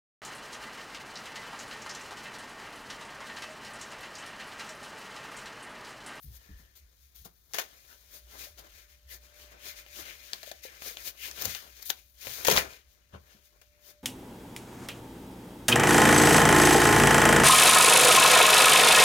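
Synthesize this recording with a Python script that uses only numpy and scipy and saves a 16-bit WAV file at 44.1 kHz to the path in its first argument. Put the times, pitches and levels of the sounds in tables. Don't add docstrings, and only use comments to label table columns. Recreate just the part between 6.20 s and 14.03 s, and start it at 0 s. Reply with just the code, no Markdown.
import sys
import numpy as np
from scipy import signal
from scipy.fft import rfft, irfft
from scipy.io import wavfile

SR = 44100
rng = np.random.default_rng(int(sys.argv[2]) if len(sys.argv) > 2 else 0)


def transcribe(signal):
    frames = np.atleast_2d(signal).T
    limited = np.clip(frames, -1, 1)
    pcm = np.round(limited * 32767).astype(np.int16)
    wavfile.write(sys.argv[1], SR, pcm)


N = 345331
TIME = np.arange(N) / SR

# frequency in Hz, relative level in dB.
AIR_SPECTRUM = [(20, -20), (45, 6.5), (70, 4), (110, 0), (160, -6), (260, -14), (480, -18), (850, -29.5),
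                (1400, -16.5), (2600, -27), (6500, -27.5), (7700, -30.5), (15500, -30)]
# time in seconds, level in dB.
HUM_LEVELS = [(0, -65), (1.0, -64), (1.25, -70), (1.85, -69.5), (2.15, -62.5), (3.3, -61.5), (3.8, -66.5),
              (5.6, -65.5), (6.8, -70.5), (7.83, -70.5)]
WHINE_LEVELS = [(1.5, -100), (2.0, -74.5), (2.75, -77), (3.25, -67.5), (4.0, -72.5), (5.9, -82.5),
                (6.8, -84.5), (7.25, -79), (7.8, -68)]
# low and high edge in Hz, seconds to fall 60 dB, level in dB.
ROOM_BANDS = [(100, 1000, 0.21, -9.5), (1290, 4560, 0.12, -8.5), (7000, 22000, 0.12, -17.5)]
# frequency in Hz, relative gain in dB.
FAR_PORT_SPECTRUM = [(300, 1), (1300, 0), (4000, -2.5), (6500, -1.5), (8500, 7), (14000, 1.5)]
# time in seconds, leftward bias in dB.
HAND_POSITION = [(0.0, 9), (0.13, 7.5), (1.31, 9.5), (1.35, 6.5), (5.32, 8.5), (5.95, 11), (6.48, 5),
                 (6.85, 11), (7.11, 8), (7.83, 9.5)]

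# frequency in Hz, relative level in dB.
BODY_SPECTRUM = [(25, -35), (70, -3), (180, -7), (350, -3), (550, 0.5), (800, -6), (1150, -4), (1600, -4),
                 (3000, -37.5)]
SQUEAK_SPECTRUM = [(1500, -31.5), (2800, -12), (3700, -1.5), (5200, -1.5), (6800, -0.5), (7600, -13),
                   (9000, -9), (12000, -33)]
HISS_SPECTRUM = [(4000, -35.5), (7500, -27), (9500, -6.5), (12000, 2), (15000, 6), (16000, -6.5)]
FLUTTER_SPECTRUM = [(25, -35.5), (100, -16), (250, -12), (450, 0.5), (900, -2), (1200, -3), (1800, 3.5),
                    (3200, -2), (5200, -3), (6800, 0.5), (7600, -14), (10000, -7.5), (15000, -4)]
# centre in Hz, width in Hz, relative level in dB.
FOLD_MODES = [(1670, 650, -3), (2390, 490, -2), (2950, 720, 2), (3180, 1700, 0)]
# start in seconds, level in dB, pitch in Hz.
GLOVE_FLOPS = [(.058, -36.5, 62), (.04, -48, 128), (.29, -43.5, 179), (.302, -38.5, 58), (.395, -50, 163),
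               (1.0, -44.5, 60), (1.052, -49, 168), (5.255, -42, 90), (5.27, -41, 170), (6.07, -44.5, 120),
               (6.28, -34, 180), (6.32, -27.5, 173), (6.345, -38, 66), (6.935, -39.5, 179), (6.93, -43, 75),
               (7.145, -56.5, 197)]
AIR_POPS = [(1.058, -39.5, 650), (1.344, -42, 740), (1.385, -24.5, 600), (2.27, -42.5, 570),
            (3.664, -55, 785), (3.79, -38, 306), (4.231, -35, 630), (4.275, -33.5, 558), (4.314, -29, 597),
            (4.452, -29, 494), (4.661, -38.5, 493), (4.673, -35.5, 417), (4.709, -41, 476),
            (5.257, -28, 466), (5.271, -41.5, 280), (5.703, -37, 730), (6.07, -28.5, 524),
            (6.2838, -5.5, 484), (6.2845, -6, 905), (6.29, -16, 410), (6.309, -18.5, 412),
            (6.362, -14, 978), (6.379, -20.5, 482), (6.945, -43, 420)]
# middle in seconds, level in dB, half length in seconds, pitch in Hz, relative bandwidth.
NARROW_SWELLS = [(.33, -63, 0.12, 1790, .06), (1.715, -55.5, 0.018, 1600, .17),
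                 (2.931, -51, 0.027, 1880, .12), (3.898, -48.5, .042, 2690, 0.27),
                 (4.477, -51, 0.028, 2040, 0.15), (5.047, -41.5, 0.039, 2630, .17)]
# time in seconds, treble in dB, crinkle in dB above the treble.
LIGHT_CONTACT = [(0, -57.5, -19.5), (.25, -58.5, -4.5), (.45, -65, -3.5), (.53, -66.5, -4),
                 (1.29, -64.5, -13), (1.46, -55.5, -4), (1.85, -59, -8), (2.8, -65.5, -5.5),
                 (3.4, -63, 6.5), (3.95, -53.5, -5), (4.39, -68.5, 4.5), (4.52, -51.5, -1),
                 (4.95, -58, -5.5), (5.42, -51.5, -3.5), (5.9, -62, -15), (6.8, -68.5, -1),
                 (7.02, -65.5, -6.5), (7.83, -67, -4)]
# peak time in seconds, treble in dB,
# swell and fade in seconds, slack body and crinkle in dB above the treble.
RUB_STROKES = [(.035, -49, 0.012, 0.027, -35, -19), (.165, -50.5, 0.036, .015, -34, -14),
               (.39, -59, 0.029, 0.066, -16, -19), (0.562, -50.5, 0.0065, 0.036, -11, -12),
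               (0.842, -62, 0.066, 0.05, -25, -12), (.956, -51, .007, 0.085, -20.5, -13.5),
               (1.055, -43, .008, 0.017, -2.5, -12.5), (1.33, -58, 0.032, .02, -8, -10),
               (1.71, -53.5, 0.033, 0.042, -1.5, -12), (1.955, -45, 0.039, 0.034, -10, -10),
               (2.15, -48.5, 0.061, 0.057, -7.5, -5.5), (2.212, -40, 0.032, 0.067, -11, -6.5),
               (2.392, -47.5, 0.017, 0.022, -5, -5.5), (2.46, -56.5, 0.052, 0.035, 0, -2),
               (2.59, -52.5, 0.093, 0.056, -9, -3.5), (2.70, -58, 0.022, 0.069, -12, -2.5),
               (2.928, -41, 0.03, 0.035, -14.5, -10), (3.04, -55.5, 0.034, 0.068, -10, -6.5),
               (3.21, -50, 0.057, 0.077, -4.5, -4), (3.32, -52.5, .015, .02, -5, -1),
               (3.49, -39, .06, 0.034, -10, -5), (3.59, -44, 0.034, 0.032, -18, -2.5),
               (3.808, -40, 0.079, 0.025, -10.5, -6), (3.89, -44, 0.069, 0.053, -8, -2.5),
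               (4.08, -49.5, 0.11, 0.35, -20, -3), (4.275, -44.5, 0.023, 0.033, -16, -3.5),
               (4.446, -41, 0.018, 0.035, -29, -6), (4.674, -36, 0.046, 0.052, -17, -8),
               (4.81, -45.5, 0.06, 0.075, -11.5, -6), (4.878, -32.5, 0.034, 0.022, -14.5, -9.5),
               (5.065, -37, 0.062, 0.039, -17.5, -7), (5.19, -42, 0.023, 0.1, -2, -2.5),
               (5.288, -36, 0.12, .1, -11, -4.5), (5.57, -51, 0.027, 0.18, -14.5, -3.5),
               (5.66, -37, 0.0065, 0.053, -26, -16), (5.79, -54.5, .04, 0.026, -7, -6),
               (6.055, -40, 0.047, 0.18, -11.5, -7), (6.145, -39, 0.095, 0.21, -14.5, -7),
               (6.328, -35, 0.067, 0.1, 2, 1.5), (6.51, -50, 0.021, 0.075, -5.5, 0),
               (6.71, -62.5, 0.034, .07, -13, -10), (6.945, -61, 0.017, 0.034, 15.5, 5.5),
               (7.131, -59, 0.083, 0.057, 1, -2.5), (7.26, -58, .03, 0.025, -10, -9.5),
               (7.692, -48.5, 0.053, 0.033, -11, -9)]
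# release time in seconds, level in dB, rise in seconds.
SKIN_PEELS = [(5.223, -26.5, .008), (5.255, -21, .0054), (5.627, -35.5, 0.0037), (5.703, -20, 0.0042),
              (6.276, -19, .006), (6.315, -19, .002), (6.361, -27, .015)]
# start in seconds, crack level in dB, crack pitch in Hz,
# flutter level in dB, seconds for the flutter to fall 60 dB.
SHEET_SNAPS = [(1.336, -13.5, 5060, -32.5, 0.074), (1.342, -41, 1800, -30, .21),
               (1.384, -28, 2000, -24.5, 0.14), (3.141, -49, 7000, -54, .04),
               (3.664, -34.5, 2180, -51, 0.03), (4.1332, -7.5, 4020, -33.5, .06),
               (4.231, -23.5, 3950, -36, 0.059), (4.315, -19, 3670, -32.5, 0.036),
               (4.621, -26.5, 1950, -36, 0.038), (4.771, -20.5, 3000, -40.5, 0.069),
               (5.113, -17.5, 5260, -38, 0.036), (5.349, -14, 3760, -29.5, 0.054),
               (5.702, -6, 3060, -25.5, .035), (6.07, -21.5, 2500, -33, 0.036),
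               (6.106, -22, 8000, -38, .03), (6.249, -4, 5500, -18, 0.049), (6.269, -19, 4106, -24, .16),
               (6.2833, -7, 2765, -14, 0.04), (6.3, -3, 6000, -19.5, 0.078), (6.313, -5, 3850, -17, 0.15),
               (6.3641, -7, 3000, -18.5, 0.062), (6.374, 0.5, 3650, -26, 0.085),
               (6.378, -1, 1800, -22, .17), (6.535, -33, 3470, -58, 0.072), (7.415, -37, 7010, -48, .08)]


def from_db(db):
    return 10 ** (np.asarray(db) / 20)


def unit_rms(x):
    return x / np.sqrt(np.mean(x ** 2) + 1e-20)


def curves(rows):
    times, *columns = np.transpose(rows)
    return [np.interp(TIME, times, column) for column in columns]


def drift(per_s):
    knots = rng.standard_normal(8192)
    return unit_rms(np.interp(TIME * per_s, np.arange(len(knots)), knots))


def bandpass(x, low_hz, high_hz):
    return signal.sosfilt(signal.butter(2, [low_hz, high_hz], "band", fs=SR, output="sos"), x)


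def colour(x, spectrum):
    size = 4096
    hz, db = np.transpose(spectrum)
    bin_hz = np.arange(size // 2 + 1) * SR / size
    gain = from_db(np.interp(np.log(bin_hz + 1), np.log(hz), db))
    cepstrum = irfft(np.log(gain))
    cepstrum[1:size // 2] *= 2
    cepstrum[size // 2 + 1:] = 0
    response = irfft(np.exp(rfft(cepstrum)))
    return signal.oaconvolve(x, response / np.linalg.norm(response))[:N]


def add(track, start_s, sound):
    start = max(round(start_s * SR), 0)
    track[start:start + len(sound)] += sound[:N - start]


def ring(hz, t60, rise_s, glide):
    t = TIME[:int(2 * t60 * SR)]
    pitch = hz * (1 + glide * np.exp(-2 * t / t60))
    return np.sin(2 * np.pi * np.cumsum(pitch) / SR) * from_db(-60 * t / t60) * (1 - np.exp(-t / rise_s))


def room_tone(air_db=-72, mains_hz=60.8, whine_hz=593):
    shared = rng.standard_normal(N)
    air = [colour(unit_rms(shared + 1.8 * rng.standard_normal(N)), AIR_SPECTRUM) for port in range(2)]
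    hum_db = curves(HUM_LEVELS)[0] + 3 * drift(per_s=22)
    hum = from_db(hum_db) * np.sin(2 * np.pi * mains_hz * TIME + 1.3 * drift(per_s=20))
    whine_db = curves(WHINE_LEVELS)[0] + 1.8 * drift(per_s=11)
    whine = from_db(whine_db) * np.sin(2 * np.pi * whine_hz * TIME + 0.34 * drift(per_s=8.1))
    return from_db(air_db) * np.array(air) + np.sqrt(2) * (hum + whine)


def reflections(x, first_echo_s=0.0023):
    t, response = TIME[:SR // 2], 0
    for low_hz, high_hz, t60, db in ROOM_BANDS:
        tail = rng.standard_normal((2, len(t))) * from_db(-60 * t / t60) * (t > first_echo_s)
        tail /= np.linalg.norm(tail, axis=1, keepdims=True)
        response = response + from_db(db) * bandpass(tail, low_hz, high_hz)
    return signal.oaconvolve(x[None], response, axes=1)[:, :N]


def air_pockets(table, t60_cycles, rise_cycles, glide, puff_db):
    out = np.zeros(N)
    for start_s, db, hz in table:
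        t60, rise_s = t60_cycles / hz, rise_cycles / hz
        tone = ring(hz, t60, rise_s, glide)
        t = TIME[:len(tone)]
        noise = unit_rms(bandpass(rng.standard_normal(len(t)), hz / 1.5, hz * 1.43))
        puff = noise * from_db(puff_db - 60 * t / t60) * (1 - np.exp(-t / rise_s))
        add(out, start_s, from_db(db - 1.5) * (tone + puff))
    return out


def slips(per_s, spread_db, hiss):
    sizes = from_db(spread_db * np.minimum(rng.exponential(1, N), 4)) * rng.choice([-1, 1], N)
    clicks = sizes * (rng.random(N) < per_s / SR)
    return unit_rms(unit_rms(clicks) + hiss * rng.standard_normal(N))


def narrow_swells():
    noise, out = slips(per_s=1500, spread_db=2, hiss=0.54), 0
    for middle_s, db, half_s, hz, width in NARROW_SWELLS:
        band = unit_rms(bandpass(noise, hz / (1 + width), hz * (1 + width)))
        swell = np.exp(-np.minimum(0.5 * ((TIME - middle_s) / half_s) ** 2, 20))
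        out = out + from_db(db) * band * swell
    return out


def crinkling(waver_db=1.6):
    friction, out = slips(per_s=1800, spread_db=1, hiss=1), 0
    for k, (hz, width_hz, db) in enumerate(FOLD_MODES):
        fold = unit_rms(signal.lfilter(*signal.iirpeak(hz, hz / width_hz, fs=SR), friction))
        out = out + (-1) ** k * fold * from_db(db + waver_db * drift(per_s=34))
    return unit_rms(bandpass(out, 1200, 4500))


def hand_strokes(drop_db=8.5, roundness=1.72):
    contact_db, fold_db = curves(LIGHT_CONTACT)
    contact_crinkle_db = contact_db + fold_db
    power = from_db([contact_db, contact_crinkle_db - 1.5, contact_crinkle_db]) ** 2
    t = np.arange(-SR // 3, SR // 3) / SR
    for peak_s, db, swell_s, fade_s, body_db, crinkle_db in RUB_STROKES:
        from_peak = np.abs(t) / np.where(t < 0, swell_s, fade_s)
        stroke = from_db(db - drop_db * from_peak ** roundness)[peak_s + t >= 0]
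        for layer, share_db in zip(power, (0, body_db, crinkle_db)):
            add(layer, peak_s + t[0], (from_db(share_db) * stroke) ** 2)
    treble, body, crinkle = 10 * np.log10(power)
    return treble, body - treble, crinkle - treble


def rubbing(treble_db, body_db, crinkle_db):
    hiss_db = -7.5 - 0.38 * crinkle_db
    squeak_db = 10 * np.log10(np.clip(1 - from_db(hiss_db) ** 2, 0.15, 1))
    friction = slips(per_s=2200, spread_db=0, hiss=0.85)
    body_gain = from_db(body_db - 4.5 + 3.4 * drift(per_s=20))
    body = body_gain * colour(slips(per_s=900, spread_db=5, hiss=1), BODY_SPECTRUM)
    crinkle = from_db(crinkle_db - 2.3) * crinkling()
    squeak = from_db(squeak_db - 3) * colour(friction, SQUEAK_SPECTRUM)
    hiss = from_db(hiss_db + 1) * colour(friction, HISS_SPECTRUM)
    return from_db(treble_db + 1 + 0.83 * drift(per_s=130)) * (body + crinkle + squeak + hiss)


def peeling(fall_s=0.0039):
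    pull, t = np.zeros(N), np.arange(-SR // 10, SR // 10) / SR
    for release_s, db, rise_s in SKIN_PEELS:
        add(pull, release_s + t[0], from_db(db) * np.exp(np.minimum(t / rise_s, -t / fall_s)))
    rush = pull * slips(per_s=8100, spread_db=2, hiss=0.23)
    hiss = from_db(-1) * colour(rush, HISS_SPECTRUM)
    squeak = from_db(-6) * colour(rush, SQUEAK_SPECTRUM)
    flutter = from_db(-7) * colour(rush, FLUTTER_SPECTRUM)
    return hiss + squeak + flutter


def snapping(crack_t60_cycles=6.8):
    cracks, shaking = np.zeros(N), np.zeros(N)
    for start_s, crack_db, hz, flutter_db, t60 in SHEET_SNAPS:
        crack = ring(hz, crack_t60_cycles / hz, rise_s=0.00003, glide=0.13)
        add(cracks, start_s, from_db(crack_db + 2) * crack)
        t = TIME[:int(2 * t60 * SR)]
        add(shaking, start_s, from_db(flutter_db - 60 * t / t60))
    flutter = slips(per_s=3700, spread_db=3.5, hiss=1) * from_db(1.2 * drift(per_s=200))
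    return cracks + colour(shaking * flutter, FLUTTER_SPECTRUM)


def scene(port_lag_s=0.00026):
    stroke_levels = hand_strokes()
    left_db, = curves(HAND_POSITION)
    front, back = [rubbing(*stroke_levels) + snapping() + peeling() for side in range(2)]
    front = front + narrow_swells()
    pops = air_pockets(AIR_POPS, t60_cycles=17, rise_cycles=0.25, glide=0.06, puff_db=-12)
    flops = air_pockets(GLOVE_FLOPS, t60_cycles=23.8, rise_cycles=0.55, glide=0.032, puff_db=-5)
    near = front + pops + flops
    dulled = signal.sosfilt(signal.butter(1, 4500, fs=SR, output="sos"), front)
    far_rubber = from_db(-left_db) * (from_db(-5) * dulled + from_db(0.84) * back)
    far = far_rubber + from_db(-7.5) * pops + from_db(0.5) * flops
    far = np.interp(TIME - port_lag_s, TIME, far)
    room_left, room_right = reflections(near)
    return np.array([near + room_left, colour(far + room_right, FAR_PORT_SPECTRUM)]) + room_tone()


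def record(dry):
    ceiling, cutoff_hz = 1.3, 15800
    rounded = ceiling * np.tanh(dry / ceiling)
    return signal.sosfilt(signal.ellip(10, 0.2, 70, cutoff_hz, fs=SR, output="sos"), rounded)


dry = scene()
out = record(dry)
transcribe(out)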